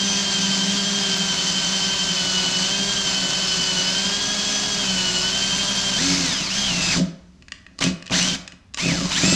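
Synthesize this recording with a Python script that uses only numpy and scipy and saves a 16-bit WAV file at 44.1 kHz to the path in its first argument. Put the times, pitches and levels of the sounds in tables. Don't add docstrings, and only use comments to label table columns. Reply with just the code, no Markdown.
import sys
import numpy as np
from scipy import signal
from scipy.fft import rfft, irfft, next_fast_len
from scipy.io import wavfile

SR = 44100
rng = np.random.default_rng(int(sys.argv[2]) if len(sys.argv) > 2 else 0)


def int16_out(signal):
    q = np.round(np.clip(np.atleast_2d(signal).T, -1, 1) * 32767)
    wavfile.write(sys.argv[1], SR, q.astype(np.int16))


N = 412335
TIME = np.arange(N) / SR

# (frequency [Hz], relative density [dB per Hz])
FLOOR = [(25, -16.5), (45, -10.5), (72, -0.5), (115, -15), (180, -11.5), (500, -32), (1400, -33),
         (6000, -40), (10000, -51), (15000, -83)]
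FLOOR_DB = -52
# (frequency [Hz], time to fall by 60 dB [s])
ROOM = [(150, 0.47), (1000, 0.68), (3000, 0.43), (7500, 0.33), (15000, 0.39)]
EDGE_HZ = 15700

# (frequency [Hz], width [Hz], relative level [dB])
BENCH = [(63.7, 24, -5), (92.5, 11, -14), (116, 43, -5), (180.7, 18.6, 9.5), (198, 29, 4), (267.8, 23.4, 2),
         (370, 52, -5.5), (524, 73, -8.5), (660, 39, -9)]
# (time [s], relative level [dB])
JOLTS = [(6.962, -14), (6.979, -12), (7.01, -9.5), (7.842, -11), (7.865, -8), (8.105, -16), (8.53, -36),
         (8.857, -13.5), (8.897, -16), (8.988, -18), (9.233, -5.5), (9.276, -9), (9.323, -6)]

# (time [s], relative crack level [dB], treble against middle [dB per decade], relative handle thud [dB])
KNOCKS = [(7.423, -31, 2, -40), (7.483, -21, -4, -42), (7.52, -10, -1, -24), (7.665, -23.5, -16, -40.5),
          (7.784, -29, 8.5, -43), (7.789, -13.5, 21, -18), (7.81, -13, 8, -28), (7.839, 0, 20, -11),
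          (7.863, -10, 0, -14), (8.024, -21.5, 13, -27), (8.059, -23, 5, -35), (8.065, -16, 0, -39),
          (8.077, -18.5, 2, -35), (8.098, -12.5, -9, -18), (8.226, -4, 25, -30), (8.477, -13.5, 7, -35),
          (8.521, -23, 1, -47), (8.738, -22, 10, -35), (8.744, -9, 18, -21), (8.773, -8.5, 5, -18),
          (8.887, -9, 13, -18)]
# (frequency [Hz], relative density [dB per Hz])
KNOCK_COLOUR = [(200, -8), (900, -16), (2000, 13), (3200, 8.5), (5000, 5), (7400, -0.5), (9000, -12.5),
                (15000, -105)]
# (frequency [Hz], width [Hz], relative level [dB])
TOOL = [(1938, 200, -1), (2450, 300, -2), (2993, 90, -3), (3930, 200, -6), (5233, 150, -6), (6650, 120, -7)]
# (frequency [Hz], width [Hz], relative level [dB])
HANDLE = [(273, 50, 4), (620, 83, -1), (1150, 42, 7)]

# (start [s], length [s], frequency [Hz], slide [Hz per s], relative level [dB])
SQUEALS = [(.03, .22, 6075, 0, -28), (2.08, .16, 5020, 0, -34), (3.44, .1, 5020, 0, -29),
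           (3.83, .11, 5020, 0, -31), (4.2, .15, 6060, 0, -28), (4.48, .14, 6060, 0, -27),
           (6.26, .2, 5020, 0, -33), (6.82, .12, 5020, 0, -33), (6.918, .025, 4450, 0, -25),
           (7.84, .05, 2550, 0, -28), (8.17, .075, 6120, -1800, -25), (8.182, .03, 6100, -45000, -27),
           (1.16, .025, 12100, 0, -50)]
# (start [s], length [s], level [dB])
CHIRPS = [(2.75, 1.2, -55), (4.75, 0.67, -51), (5.3, 0.75, -45.5)]
CHIRP_HZ = 9950

# (frequency [Hz], relative density [dB per Hz])
SLAP_COLOUR = [(300, -6), (1300, -1), (3000, 3), (6000, -10), (7800, -19), (10000, -19), (15000, -53)]
# (frequency [Hz], relative density [dB per Hz])
RASP = [(200, -9.5), (330, -1.5), (470, -5), (650, 2), (850, -2), (1500, 2), (2400, -1), (3100, 5.5),
        (4500, 6), (5800, 5.5), (6600, 4.5), (7100, 2), (7600, -1.5), (8300, -8), (10500, -24.5),
        (15500, -35.5)]
# (frequency [Hz], width [Hz], relative level [dB])
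CASTING = [(991, 60, -2), (2230, 45, -4.5), (2550, 40, 1), (3000, 150, -1), (4440, 160, 1), (4730, 40, -1),
           (4908, 25, -6.5), (5020, 18, -3), (5240, 70, 0), (6060, 26, 0.5), (6220, 300, -1),
           (7330, 280, 5)]
WANDER_DB = 1.8

# (time [s], rotor speed [Hz])
BORING = [(0.0, 395.7), (0.185, 398.8), (0.579, 387.3), (0.708, 397.8), (0.963, 400.4), (1.048, 397.3),
          (1.098, 388.4), (1.257, 393.0), (1.362, 380.9), (1.606, 388.3), (1.701, 383.0), (1.726, 387.3),
          (2.09, 389.6), (2.22, 373.9), (2.36, 369.4), (2.539, 374.1), (2.599, 372.1), (2.744, 393.5),
          (2.893, 401.1), (3.033, 393.8), (3.098, 383.8), (3.298, 377.0), (3.387, 385.8), (3.497, 377.5),
          (3.672, 376.8), (3.756, 369.4), (3.826, 370.1), (3.951, 386.8), (4.146, 405.5), (4.315, 411.1),
          (4.679, 411.8), (4.799, 406.0), (4.869, 384.0), (4.994, 370.6), (5.123, 365.4), (5.208, 367.7),
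          (5.363, 388.0), (5.722, 400.4), (5.907, 396.1), (5.956, 388.4)]
BREAK_S = BORING[-1][0]
USUAL_HZ, BITE_DB_PER_HZ = 360, 0.0139
BORE_RASP_DB, BORE_SHAKE_DB = -25.5, -36.5
# (time [s], rotor speed [Hz], rasp level [dB], shaking of the bench [dB])
BREAKTHROUGH = [(5.975, 389.5, -24.5, -32), (6.004, 496, -24.5, -24), (6.052, 553.4, -23.5, -32),
                (6.196, 558.3, -24.5, -31), (6.302, 471.7, -26, -37), (6.374, 388, -27.5, -36),
                (6.44, 323.7, -28.5, -31.5), (6.486, 268.7, -29.5, -37), (6.52, 355.7, -28, -41),
                (6.574, 406.3, -26, -45), (6.662, 401, -26, -44), (6.716, 354, -25.5, -31),
                (6.76, 340.7, -26.5, -30.5), (6.92, 318.7, -23, -30)]
# (time [s], time to settle [s], rotor speed [Hz], rasp level [dB], shaking of the bench [dB])
TRIGGER = [(6.92, 0.13, 0.5, -14.5, -2), (7.803, 0.06, 420, -29.5, -44), (7.863, 0.075, -0.5, -27.5, -8.5),
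           (8.099, 0.087, 539, -22.5, -34), (8.185, 0.026, 330, -26, -25.5), (8.208, 0.076, 390, -25, -29),
           (8.272, 0.068, 390, -28, -30.5), (8.349, 0.069, -2, -48, -43), (8.761, 0.04, 270, -25.5, -34),
           (8.797, 0.066, 320, -27, -21.5), (8.885, 0.17, 137.5, -23, -19), (9.103, 0.051, 360.5, -26, -42),
           (9.155, .13, 653.5, -23, -32)]
CUTTING_HZ = 340
CUTTING_LAW = 0.96

CHUCK_RATIO, THROB_RATIO = .04058, .02941

# (multiple of rotor speed, relative level [dB])
SHAFT = [(1, -16.5), (1.5, -20), (1.773, -27), (2, -29), (2.5, -22), (3, -25), (5, -29)]
# (multiple, relative level [dB])
FLUTES = [(2, -5), (4, -3), (8, 1), (16, -9)]
FLUTES_SHALLOW_DB, FLUTES_DEEP_DB = -22.5, -9.5
# (frequency [Hz], gain [dB])
HOUSING = [(60, -8), (135, -12), (160, -4.5), (180, 1), (205, -0.5), (250, -4.5), (278, 3.5), (325, -5)]
HUM_EARLY_DB, HUM_LATE_DB, HUM_HOLD_S, HUM_FADE_S = -4, -10, 1.1, 0.72
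# (start [s], length [s], rise [dB])
GROANS = [(.3, 0.44, 5), (4.81, 0.23, 7.5), (5.96, 0.37, 3.5), (6.6, 0.17, 4.5)]
DRONE_ORDER = 11

# (multiple of rotor speed, relative level under load [dB],
# relative level running free [dB], rise at full strain [dB], unsteadiness [rad rms])
GEARS = [(4, -2.5, -8, 13, .15), (7, -17, -20, 6, .5), (7.51, -16, -20, 6, .9), (8, 0, -1.5, 2, .25),
         (8.53, -17, -20, 6, .7), (11.5, -1, -9, 9, .7), (14.75, -13, -24, 3, .6)]
# (frequency [Hz], gain [dB])
GEAR_CASE = [(300, -15), (1100, -4.5), (1550, -7), (1900, -3), (2200, 1), (2600, 2.5), (2950, 4),
             (3100, 3.5), (3200, 4), (3290, 0), (3800, 0), (4500, -6), (5600, -8), (6300, -1), (6900, 1),
             (7500, 9), (8300, -12), (10000, -40)]
# (start [s], length [s], change [dB])
WHINE_SPELLS = [(6.22, .16, 3), (6.39, .13, -4), (6.94, .035, 4.5), (8.2, .2, -2.5), (8.76, .28, 3.5),
                (9.1, .05, -4)]
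# (start [s], length [s], level against the rasp [dB])
HIGH_WHINES = [(6.425, .11, 1), (6.52, .15, -6), (8.21, .11, -7)]
MESH_ORDER, HIGH_ORDER = 8, 15.4
STRAIN_HZ_PER_S = 9000
FITS_DB = 2.2
THROB_DEPTH, THROB_LEAD = .9, .05


def gain_of(db):
    return 10 ** (np.asarray(db) / 20)


def evened(x):
    return x / np.sqrt(np.mean(x ** 2) + 1e-20)


def read(points, hz):
    f, value = np.transpose(points)
    return np.interp(np.log(hz + 1), np.log(f + 1), value)


def follow(rows):
    s, *columns = np.transpose(rows)
    return [np.interp(TIME, s, c) for c in columns]


def add(mix, s, sound):
    part = mix[round(s * SR):][:len(sound)]
    part += sound[:len(part)]


def coloured(x, points):
    size = next_fast_len(len(x))
    colour = gain_of(read(points, np.fft.rfftfreq(size, 1 / SR)))
    return evened(irfft(rfft(x, size) * colour, size)[:len(x)])


def waver(hz):
    lowpass = signal.butter(2, hz, fs=SR, output="sos")
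    return evened(signal.sosfilt(lowpass, rng.standard_normal(N)))


def swell(s, length):
    return np.sin(np.pi * np.clip((TIME - s) / length, 0, 1))


def ring(modes):
    t = TIME[:SR // 2]
    tap = 0
    for k, (hz, width, db) in enumerate(modes):
        size = (-1) ** k * gain_of(db) * np.sqrt(abs(width))
        tap = tap + size * np.exp(-np.pi * abs(width) * t) * np.sin(2 * np.pi * hz * t)
    return tap / np.linalg.norm(tap)


def through(x, response):
    return signal.oaconvolve(x, response)[:N]


def tone(turns, unsteady):
    return np.sqrt(2) * np.sin(2 * np.pi * turns + 2 * np.pi * rng.random() + unsteady * waver(hz=22.3))


def slack():
    return np.clip((TIME - BREAK_S) / .1, 0, 1)


def drive():
    boring = []
    for s, hz in BORING:
        bite_db = BITE_DB_PER_HZ * (USUAL_HZ - hz)
        boring.append((s, hz, BORE_RASP_DB + bite_db, BORE_SHAKE_DB + bite_db))
    state = np.array(follow(boring + list(BREAKTHROUGH)))
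    for s, settle, *goal in TRIGGER:
        eased = 1 - (1 - np.clip((TIME - s) / settle, 0, 1)) ** 2
        state = state + eased * (np.array(goal)[:, None] - state)
    speed, rasp_db, shake_db = state
    cuts = np.clip(speed / CUTTING_HZ, 0, 1) ** CUTTING_LAW
    return np.maximum(speed, 1), cuts * gain_of(rasp_db), cuts * gain_of(shake_db)


def background():
    return gain_of(FLOOR_DB) * coloured(rng.standard_normal(N), FLOOR)


def workshop(x, wet_db=-9):
    count = SR // 2
    hits = (rng.random(count) < 3000 / SR) * (TIME[:count] > .004)
    taps = rng.choice([-1., 1.], count) * hits
    hz, t, bands = signal.stft(taps, SR, nperseg=256)
    decay = gain_of(-60 * t / read(ROOM, hz)[:, None])
    tail = signal.istft(bands * decay, SR, nperseg=256)[1]
    wet = gain_of(wet_db) * through(x, tail / np.linalg.norm(tail))
    return (x + wet) / np.hypot(1, gain_of(wet_db))


def bench(shake, jolt_db=20, lowest_hz=90):
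    kicks = rng.standard_normal(N) * (rng.random(N) < 300 / SR)
    shoves = evened(kicks) * shake
    for s, db in JOLTS:
        add(shoves, s, gain_of([db + jolt_db]))
    highpass = signal.butter(2, lowest_hz, "high", fs=SR, output="sos")
    return through(signal.sosfilt(highpass, shoves), ring(BENCH))


def knocks(crack_s=0.0022, rise_s=0.00065, crack_db=-7, ring_db=-19, thud_db=6):
    t, cracks, pushes = TIME[:2048], np.zeros(N), np.zeros(N)
    envelope = np.exp(-t / crack_s) * (1 - np.exp(-t / rise_s))
    for s, db, bright_db, body_db in KNOCKS:
        colour = [(hz, level + bright_db * np.log10(hz / 3000)) for hz, level in KNOCK_COLOUR]
        add(cracks, s, gain_of(db) * coloured(rng.standard_normal(len(t)), colour) * envelope)
        add(pushes, s, gain_of([body_db + thud_db]))
    ringing = gain_of(ring_db) * through(cracks, ring(TOOL))
    return gain_of(crack_db) * cracks + ringing + through(pushes, ring(HANDLE))


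def squeals(turns, squeal_db=-1):
    catch = np.cos(np.pi * CHUCK_RATIO * turns) ** 4
    spells = sum(gain_of(db) * swell(s, length) for s, length, db in CHIRPS)
    out = catch * spells * tone(CHIRP_HZ * TIME + .2 * waver(hz=120), unsteady=1)
    slip = .6 * waver(hz=30)
    for s, length, hz, slide, db in SQUEALS:
        since = TIME - s
        cycles = (hz + slide * since / 2) * since
        level = gain_of(db + squeal_db) * swell(s, length)
        out = out + level * np.sqrt(2) * np.sin(2 * np.pi * cycles + slip)
    return out


def clatter(turns, speed, rasp, clatter_db=-5, idle_share=0.53):
    jerk = np.clip(abs(np.gradient(speed)) * SR / STRAIN_HZ_PER_S, 0, 1)
    slaps = np.diff(np.floor(turns), prepend=0) * rng.rayleigh(1, N)
    slap = coloured(rng.standard_normal(128), SLAP_COLOUR) * np.hanning(128) ** 2
    level = gain_of(clatter_db) * rasp * slack() * (idle_share + jerk)
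    return level * evened(through(slaps, slap))


def fizz(rasp, fizz_db=-39):
    colour = [(10200, -45), (12000, 12), (15500, 0.0)]  # (frequency [Hz], relative density [dB per Hz])
    sides = [coloured(rng.standard_normal(N), colour) for side in range(2)]
    return gain_of(fizz_db) * rasp * np.array(sides)


def snaps(grain_db=0.3):
    sizes = gain_of(grain_db * np.minimum(rng.exponential(1, N), 5))
    breaks = rng.random(N) < 12000 / SR
    return coloured(rng.standard_normal(N) * breaks * sizes, RASP)


def cutting(turns, rasp, throb, rasp_db=0.16, ring_db=-8.5, tooth_depth=0.24):
    pulse = 1 + tooth_depth * np.cos(2 * np.pi * turns)
    force = rasp * pulse * gain_of(0.033 * throb + 0.56 * waver(hz=58.6))
    chips = force * snaps()
    shares = gain_of([db for hz, width, db in CASTING])
    ringing = 0
    for share, mode in zip(shares, CASTING):
        contact = gain_of(WANDER_DB * waver(hz=5))
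        ringing = ringing + share * through(chips * contact, ring([mode]))
    hiss = force * snaps()
    return gain_of(rasp_db) * hiss + gain_of(ring_db) * ringing / np.linalg.norm(shares)


def shaft(turns, speed, rasp, shaft_db=-0.5, drone_db=-7):
    orders = sum(gain_of(db + 1.8 * waver(hz=2)) * tone(k * turns, unsteady=.25) for k, db in SHAFT)

    settled = np.clip((TIME - HUM_HOLD_S) / HUM_FADE_S, 0, 1)
    hum_db = HUM_EARLY_DB + settled * (HUM_LATE_DB - HUM_EARLY_DB) + read(HOUSING, speed / 2)
    groan_db = sum(db * swell(s, length) for s, length, db in GROANS)
    hum = gain_of(hum_db + groan_db + 2.1 * waver(hz=8.2)) * tone(turns / 2, unsteady=0.053)
    drone_gain = gain_of(hum_db + drone_db + 2.0 * waver(hz=7.2))
    drone = drone_gain * tone(DRONE_ORDER * CHUCK_RATIO * turns, unsteady=0.44)

    depth = np.minimum(TIME / BREAK_S, 1)
    push_db = FLUTES_SHALLOW_DB + depth * (FLUTES_DEEP_DB - FLUTES_SHALLOW_DB)
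    push = gain_of(groan_db * slack() + push_db)
    flutes = 0
    for k, db in FLUTES:
        order = k * CHUCK_RATIO
        flutes = flutes + gain_of(db + read(HOUSING, order * speed)) * tone(order * turns, unsteady=0.079)

    loaded = 1 - .88 * slack()
    return rasp * (loaded * (gain_of(shaft_db) * orders + drone) + push * flutes + hum)


def gears(turns, speed, rasp, throb, gears_db=-4.0):
    free = slack()
    strain = np.clip(np.gradient(speed) * SR / STRAIN_HZ_PER_S, 0, 1)
    rattle = (.14 + free * .5 + .4 * strain) / (2 * np.pi)
    pulsing = np.sqrt(.7 * (1 + THROB_DEPTH * (1 - free) * throb))
    grit = 1 + (.35 * free + .4 * strain) * waver(hz=350)
    spell_db = sum(db * swell(s, length) for s, length, db in WHINE_SPELLS)
    whine = 0
    for k, loaded_db, free_db, strain_db, play in GEARS:
        line = tone(k * turns + rattle * min(k / MESH_ORDER, 1) * waver(hz=141.53), play)
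        db = loaded_db + free * (free_db - loaded_db + FITS_DB * waver(hz=30))
        db = db + strain_db * strain + read(GEAR_CASE, k * speed)
        if k == MESH_ORDER:
            line = line * pulsing * gain_of(spell_db)
        whine = whine + gain_of(db) * line
    spells = sum(gain_of(db) * swell(s, length) for s, length, db in HIGH_WHINES)
    high = spells * tone(HIGH_ORDER * turns + rattle * waver(hz=141.53), unsteady=.6)
    return rasp * grit * (gain_of(gears_db) * whine + high)


def scene():
    speed, rasp, shake = drive()
    turns = np.cumsum(speed * (1 + 0.00148 * waver(hz=14.1))) / SR
    throb = np.sin(2 * np.pi * (THROB_RATIO * turns + THROB_LEAD))
    work = bench(shake) + knocks() + squeals(turns)
    work = work + clatter(turns, speed, rasp) + cutting(turns, rasp, throb)
    drill = shaft(turns, speed, rasp) + gears(turns, speed, rasp, throb)
    return background() + workshop(work) + workshop(drill, wet_db=-18) + fizz(rasp)


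def record(dry):
    lowpass = signal.firwin(511, EDGE_HZ, window=("kaiser", 9), fs=SR)
    return signal.oaconvolve(dry, lowpass[None], "same")


dry = scene()
out = record(dry)
int16_out(out)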